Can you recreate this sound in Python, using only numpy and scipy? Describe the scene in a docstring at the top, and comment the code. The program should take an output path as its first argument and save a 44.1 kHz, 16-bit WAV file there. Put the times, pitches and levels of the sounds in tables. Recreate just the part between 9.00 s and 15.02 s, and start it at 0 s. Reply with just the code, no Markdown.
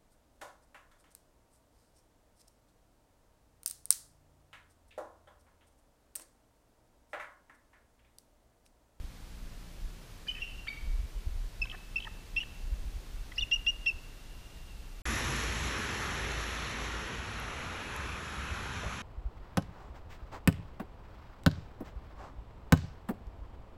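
"""Wind buffets the microphone over a soft airy hiss and a distant motor hum.
Then a bald eagle calls from the pines across a calm lake: three thin squeals, three chirps
that break into creaks, then a run of four. Its breath makes a membrane in the throat whistle,
and the voice creaks when it falls into slow pulses.
The woods ring after each note and the far shore sends a faint echo back."""
import sys
import numpy as np
from scipy import signal
from scipy.fft import rfft, irfft
from scipy.io import wavfile
from scipy.ndimage import uniform_filter1d

SR = 44100
rng = np.random.default_rng(int(sys.argv[2]) if len(sys.argv) > 2 else 0)


def transcribe(u):
    """Save the signal u as a 16-bit wav file named by the first command-line argument.

    u: samples, shape (n,) or (channels, n), limited to [-1, 1]; the rate is SR.
    q: integer samples, one column per channel.
    """
    v = np.clip(np.atleast_2d(u).T, -1, 1)
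    q = np.round(v * 32767).astype(np.int16)
    wavfile.write(sys.argv[1], SR, q)


N = 265437  # about 6 seconds


def gain(db):
    """Turn decibels into a number to multiply by."""
    return 10 ** (np.asarray(db) / 20)


def unit_level(x):
    """Scale a sound so that its average level (rms) is 1."""
    return x / np.sqrt(np.mean(x ** 2))


def curve(rows):
    """Join (seconds, value) rows by straight lines."""
    return np.interp(np.arange(N) / SR, *np.transpose(rows))


def wander(count, hz):
    """A smooth random wiggle around zero, with spread 1, that moves about hz times a second."""
    freqs = np.arange(count + 1) * SR / (2 * count)
    spectrum = rfft(rng.standard_normal(2 * count))
    wiggle = irfft(spectrum / (1 + (freqs / hz) ** 4))[:count]
    return unit_level(wiggle - wiggle.mean())


def coloured_noise(rows):
    """Noise of level 1, with its lows and highs shaped by (Hz, dB) rows."""
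    hz, db = np.transpose(rows)
    freqs = np.maximum(np.arange(N // 2 + 1) * SR / N, 1)
    shape = gain(np.interp(np.log(freqs), np.log(hz), db))
    return unit_level(irfft(rfft(rng.standard_normal(N)) * shape, N))


def add(out, start, x):
    """Mix x into out from a start time in seconds."""
    i = int(start * SR)
    out[i:i + len(x)] += x[:len(out) - i]


# The tone of the hiss. Each row: frequency in Hz, relative level in dB.
AIR_TONE = [(20, 6.5), (100, 16), (200, 6.5), (300, 5), (500, 1.5), (1000, -2), (2000, -4), (4000, -5.5),
            (6000, -8.5), (8000, -11.5), (12000, -14.5), (15000, -17)]

def air(level_db=-53.5, swell_db=0.33):
    """Open air and distant trees make an even hiss."""
    return coloured_noise(AIR_TONE) * gain(level_db + swell_db * wander(N, 0.25))


# How loud the motor is over time. Each row: time in seconds, level in dB.
MOTOR_LEVEL = [(0, -55.5), (1.0, -58.5), (1.3, -66), (3.5, -62.5), (6, -66.5)]
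# The tones in its hum. Each row: multiple of the base pitch, relative level in dB.
MOTOR_TONES = [(2, -7), (3, -5), (4, -10.5), (5, -16.5)]

def motor(base_hz=59.1, drift=0.0065, waver_db=1.5):
    """A far engine hums, and each of its tones fades in and out over the water."""
    hz = base_hz * (1 + drift * wander(N, 1.83))
    phase = 2 * np.pi * np.cumsum(hz) / SR
    hum = sum(gain(db + waver_db * wander(N, 4.4)) * np.sin(round(multiple) * phase)
              for multiple, db in MOTOR_TONES)
    return np.sqrt(2) * gain(curve(MOTOR_LEVEL)) * hum


# The tone of the wind's rumble. Each row: frequency in Hz, relative level in dB.
WIND_TONE = [(10, -19.5), (22, -6.5), (33, 3.5), (45, -8), (60, -10.5), (80, -20.5), (120, -41), (200, -41),
             (500, -67), (5000, -105)]
# Gusts of wind. Each row: middle in seconds, length in seconds, level in dB.
WIND_GUSTS = [(0.016, 0.2, -39), (0.448, 0.094, -39.5), (0.856, 0.1, -34.5), (1.948, 0.31, -30.5),
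              (2.17, 0.08, -34), (2.38, 0.27, -33), (2.617, 0.1, -35), (3.36, 0.083, -37),
              (3.675, 0.21, -35), (3.842, 0.12, -31), (3.962, 0.12, -36), (4.183, 0.19, -38),
              (4.42, .08, -35.5), (4.58, 0.1, -38.5), (4.954, 0.063, -37.5), (5.92, 0.66, -45.5)]

def wind(breeze_db=-47, puff_db=2.5, puff_hz=7, smooth_s=0.065):
    """Swirls of air push on the microphone: a puffy breeze, and gusts that swell and die away."""
    rumble = coloured_noise(WIND_TONE)
    even_rumble = rumble / np.sqrt(uniform_filter1d(rumble ** 2, int(smooth_s * SR)))
    t = np.arange(N) / SR
    power = gain(breeze_db + puff_db * wander(N, puff_hz)) ** 2
    for middle, length, db in WIND_GUSTS:
        swell = np.cos(np.pi * np.clip((t - middle) / length, -.5, .5))
        power += (gain(db) * swell) ** 2
    return even_rumble * np.sqrt(power)


# Single hard swirls of air. Each row: middle in seconds, pitch in Hz, peak level in dB.
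WIND_THUMPS = [(1.911, 31.6, -21), (2.274, 51, -23.5), (3.73, 39.8, -22.5), (3.835, 44.8, -46),
               (3.967, 44, -26.5)]

def thumps(half_length_s=.08):
    """Each hard swirl thumps the microphone: one swing of pressure with a dip on both sides."""
    out = np.zeros(N)
    t = np.arange(-half_length_s, half_length_s, 1 / SR)
    for middle, hz, db in WIND_THUMPS:
        squared_time = (np.pi * hz * t) ** 2
        swing = (1 - 2 * squared_time) * np.exp(-squared_time)
        add(out, middle - half_length_s, gain(db) * swing)
    return out


def far_shore(call, delay_s=0.74, spread_s=0.13, echo_db=-31, dull_hz=3500):
    """The trees across the water send back a late, smeared and dull echo."""
    t = np.arange(2 * SR) / SR
    since_arrival = np.maximum(t - delay_s, 0) / spread_s
    swell = since_arrival * np.exp(-since_arrival)
    scatter = signal.sosfilt(signal.butter(4, dull_hz, fs=SR, output="sos"), rng.standard_normal(len(t)))
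    echo = scatter * swell / np.linalg.norm(swell)
    return gain(echo_db) * signal.fftconvolve(call, echo)[:N]


# How much voice goes into the woods as the bird faces different ways.
# Each row: time in seconds, relative level in dB.
VOICE_INTO_WOODS = [(1.29, -7.5), (1.42, -1.5), (1.69, -2.3), (2.62, -12.5), (2.97, -13.5), (3.38, -15.5),
                    (4.4, -14), (4.68, -16.5), (4.88, -20)]

def woods(call, ring_s=1.06, build_s=0.003, dull_hz=3300, bank_s=.088, bank_db=-13):
    """Trunks scatter the call into a long tail, dulled by the needles; the bank adds a soft slap."""
    t = np.arange(2 * SR) / SR
    fade = np.exp(-np.log(1000) * t / ring_s)  # 60 dB down after ring_s
    tail = rng.standard_normal(len(t)) * (1 - np.exp(-t / build_s)) * fade
    tail /= np.linalg.norm(tail)
    tail[int(bank_s * SR)] += gain(bank_db)
    sent = call * gain(curve(VOICE_INTO_WOODS))
    dulled = signal.sosfilt(signal.butter(1, dull_hz, fs=SR, output="sos"), sent)
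    return signal.fftconvolve(dulled, tail)[:N]


def creak(length, pulse_hz, throat_hz, width_hz, jitter=0.039, jitter_hz=350, leak_db=-24):
    """Uneven pulses ring the throat, which favours tones near throat_hz; the lowest also leak past."""
    n = int(length * SR)
    phase = 2 * np.pi * np.cumsum(pulse_hz * (1 + jitter * wander(n, jitter_hz))) / SR
    multiples = np.arange(1, 10)[:, None]
    throat = 1 / (1 + 2j * (multiples * pulse_hz - throat_hz) / width_hz) ** 2
    leak = gain(leak_db) / multiples ** 2
    voice = np.sum((throat + leak) * np.exp(1j * multiples * phase), axis=0).real
    return unit_level(voice) * np.sin(np.linspace(0, np.pi, n))


# Dry ticks as the voice stutters. Each row: middle in seconds, throat ring in Hz, level in dB.
VOICE_TICKS = [(1.278, 4700, -47.5), (1.676, 2720, -39.5), (2.657, 3340, -46.5), (2.673, 2200, -49),
               (2.7, 2950, -40.5), (2.717, 3120, -39), (3.005, 3300, -39.5), (3.026, 3130, -41.5),
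               (3.040, 3250, -46), (3.048, 3100, -39.5), (3.437, 3270, -46)]
# Low croaks. Each row: middle in seconds, length in seconds, pulses per second,
# throat ring in Hz, level in dB.
VOICE_CROAKS = [ (1.272, 0.014, 870, 1750, -51), (1.377, 0.078, 618, 1940, -56),
                (1.673, 0.0093, 460, 1720, -44), (2.657, .017, 517, 1300, -51),
                (2.733, 0.025, 615, 1570, -50.5), (2.747, .016, 371, 915, -48.5),
                (2.750, .014, 594, 1750, -46), (3.055, .011, 963, 1450, -49), (3.073, .013, 905, 1470, -41),
                (3.079, .012, 620, 1319, -46), (3.435, 0.0088, 910, 1864, -48),
                (4.378, .016, 633, 1970, -49.5)]

def eagle_creaks(tick_s=.007, tick_pulse_hz=774):
    """The voice breaks into slow pulses: short high ticks and longer low croaks."""
    out = np.zeros(N)
    for middle, throat_hz, db in VOICE_TICKS:
        tick = creak(tick_s, tick_pulse_hz, throat_hz, width_hz=540)
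        add(out, middle - tick_s / 2, gain(db) * tick)
    for middle, length, pulse_hz, throat_hz, db in VOICE_CROAKS:
        croak = creak(length, pulse_hz, throat_hz, width_hz=820, jitter=0.055)
        add(out, middle - length / 2, gain(db) * croak)
    return out


def whistle(length, pitch_hz, glide_hz, octave_db, rough,
            sag_hz_per_s=1870, rough_hz=450, strain_db=4.5, third_db=-44):
    """A membrane whistles as one push of air swells, bends the pitch in an arch and runs out."""
    n = int(length * SR)
    progress = np.linspace(0, 1, n)
    tension = wander(n, 74)  # the membrane's tightness moves both pitch and loudness
    sag_hz = sag_hz_per_s * length * (2 * progress - 1) ** 2  # longer notes droop more at both ends
    hz = (pitch_hz + glide_hz * (progress - .5) - sag_hz) * (1 + 0.011 * tension)
    shaky_hz = hz * (1 + 0.011 * rough * wander(n, rough_hz))
    phase = 2 * np.pi * np.cumsum(shaky_hz) / SR
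    rise = np.sin(np.pi / 2 * np.minimum(progress / 0.25, 1))
    fall = 1 - progress ** 4.3
    flutter = 1 - 0.089 * tension + 0.83 * rough * wander(n, rough_hz)
    strain = np.clip((hz - hz.mean()) / hz.std(), -1, 2)  # brightest where the pitch is highest
    octave = gain(octave_db + strain_db * strain) * np.sin(2 * phase)
    third_harmonic = gain(third_db) * np.sin(3 * phase)
    return np.sqrt(2) * rise * fall * flutter * (np.sin(phase) + octave + third_harmonic)


# Where the throat rings during a rasp. Each row: frequency in Hz, relative level in dB.
RASP_RINGS = [(3250, 1), (2030, -6.5), (5450, -9.5)]
# The whistled notes. Each row: start in seconds, length in seconds, pitch in Hz, glide in Hz,
# level in dB, relative level of the octave above in dB, roughness (0 is smooth),
# strength of the opening rasp and strength of the rebound (both as fractions of the note).
EAGLE_NOTES = [ (1.282, .026, 3030, -10, -32, -31, .05, .03, 0.43),
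               (1.269, 0.065, 2494, 50, -50, -17, 0.4, 0.1, 0),
               (1.345, 0.05, 2610, -170, -49, -24, 0.8, 0.1, 0),
               (1.403, .051, 2800, -88, -47, -18, 0.8, 0.3, 0.2),
               (1.418, 0.02, 2737, -30, -35.5, -32, .04, 0.04, 0),
               (1.680, 0.015, 2280, 30, -34, -13, 0.1, 0, 0.2),
               (1.683, 0.013, 3690, -48, -46.5, -32, 0, 0.06, 0),
               (2.616, .0185, 2628, 4, -28.5, -17.5, .02, 0, .38),
               (2.958, .0185, 2672, -4, -28, -25, .03, 0.06, 0.46),
               (3.363, 0.034, 2716, 86, -27, -24.5, 0.14, .15, 0),
               (3.399, 0.037, 2860, -100, -39, -27, .55, 0.2, 0),
               (4.318, 0.0089, 2003, 60, -44.5, -20, 0.42, 0.27, 0),
               (4.356, .026, 4620, -1400, -56, -26, .8, 0, 0.1),
               (4.379, 0.0055, 5200, 200, -40.5, -28, 0.2, 0.1, 0.1),
               (4.380, .02, 2840, 200, -28.3, -19.5, 0.06, .05, 0.1),
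               (4.398, .009, 4320, 701, -50.5, -24, 1.1, 0, 0.1),
               (4.408, .012, 3555, -100, -33.5, -33, .24, 0.1, 0.15),
               (4.420, 0.021, 2800, -230, -29, -22.5, .02, 0, 0.04),
               (4.513, .042, 2832, 190, -24.2, -19, 0.05, .15, 0.39),
               (4.664, .047, 2828, 70, -24.8, -21, .05, .15, 0),
               (4.860, .047, 2728, -20, -25.2, -20.5, .04, .14, 0.2)]

def eagle_whistles(rasp_s=.011, rasp_lead_s=0.0023, break_s=.003, rebound_s=.012, rebound_drop=0.0092):
    """Each note may catch with a rasp, then whistles, and may rebound a little lower after a break."""
    out = np.zeros(N)
    for start, length, hz, glide_hz, db, octave_db, rough, rasp, rebound in EAGLE_NOTES:
        for throat_hz, throat_db in RASP_RINGS:
            catch = creak(rasp_s, pulse_hz=661, throat_hz=throat_hz, width_hz=620)
            add(out, start - rasp_lead_s, rasp * gain(db + throat_db) * catch)
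        add(out, start, gain(db) * whistle(length, hz, glide_hz, octave_db, rough))
        again = whistle(rebound_s, hz * (1 - rebound_drop), glide_hz=-60, octave_db=octave_db, rough=rough)
        add(out, start + length + break_s, rebound * gain(db) * again)
    return out


def scene():
    """The eagle and its echoes sound over wind, hum and hiss, in one channel."""
    eagle = eagle_whistles() + eagle_creaks()
    echoes = woods(eagle) + far_shore(eagle)
    return (eagle + echoes + wind() + thumps() + motor() + air())[None]


def record(dry):
    """The recorder steeply cuts the highest treble, above 15250 Hz."""
    return signal.sosfilt(signal.ellip(12, .1, 90, 15250, fs=SR, output="sos"), dry)


dry = scene()
out = record(dry)
transcribe(out)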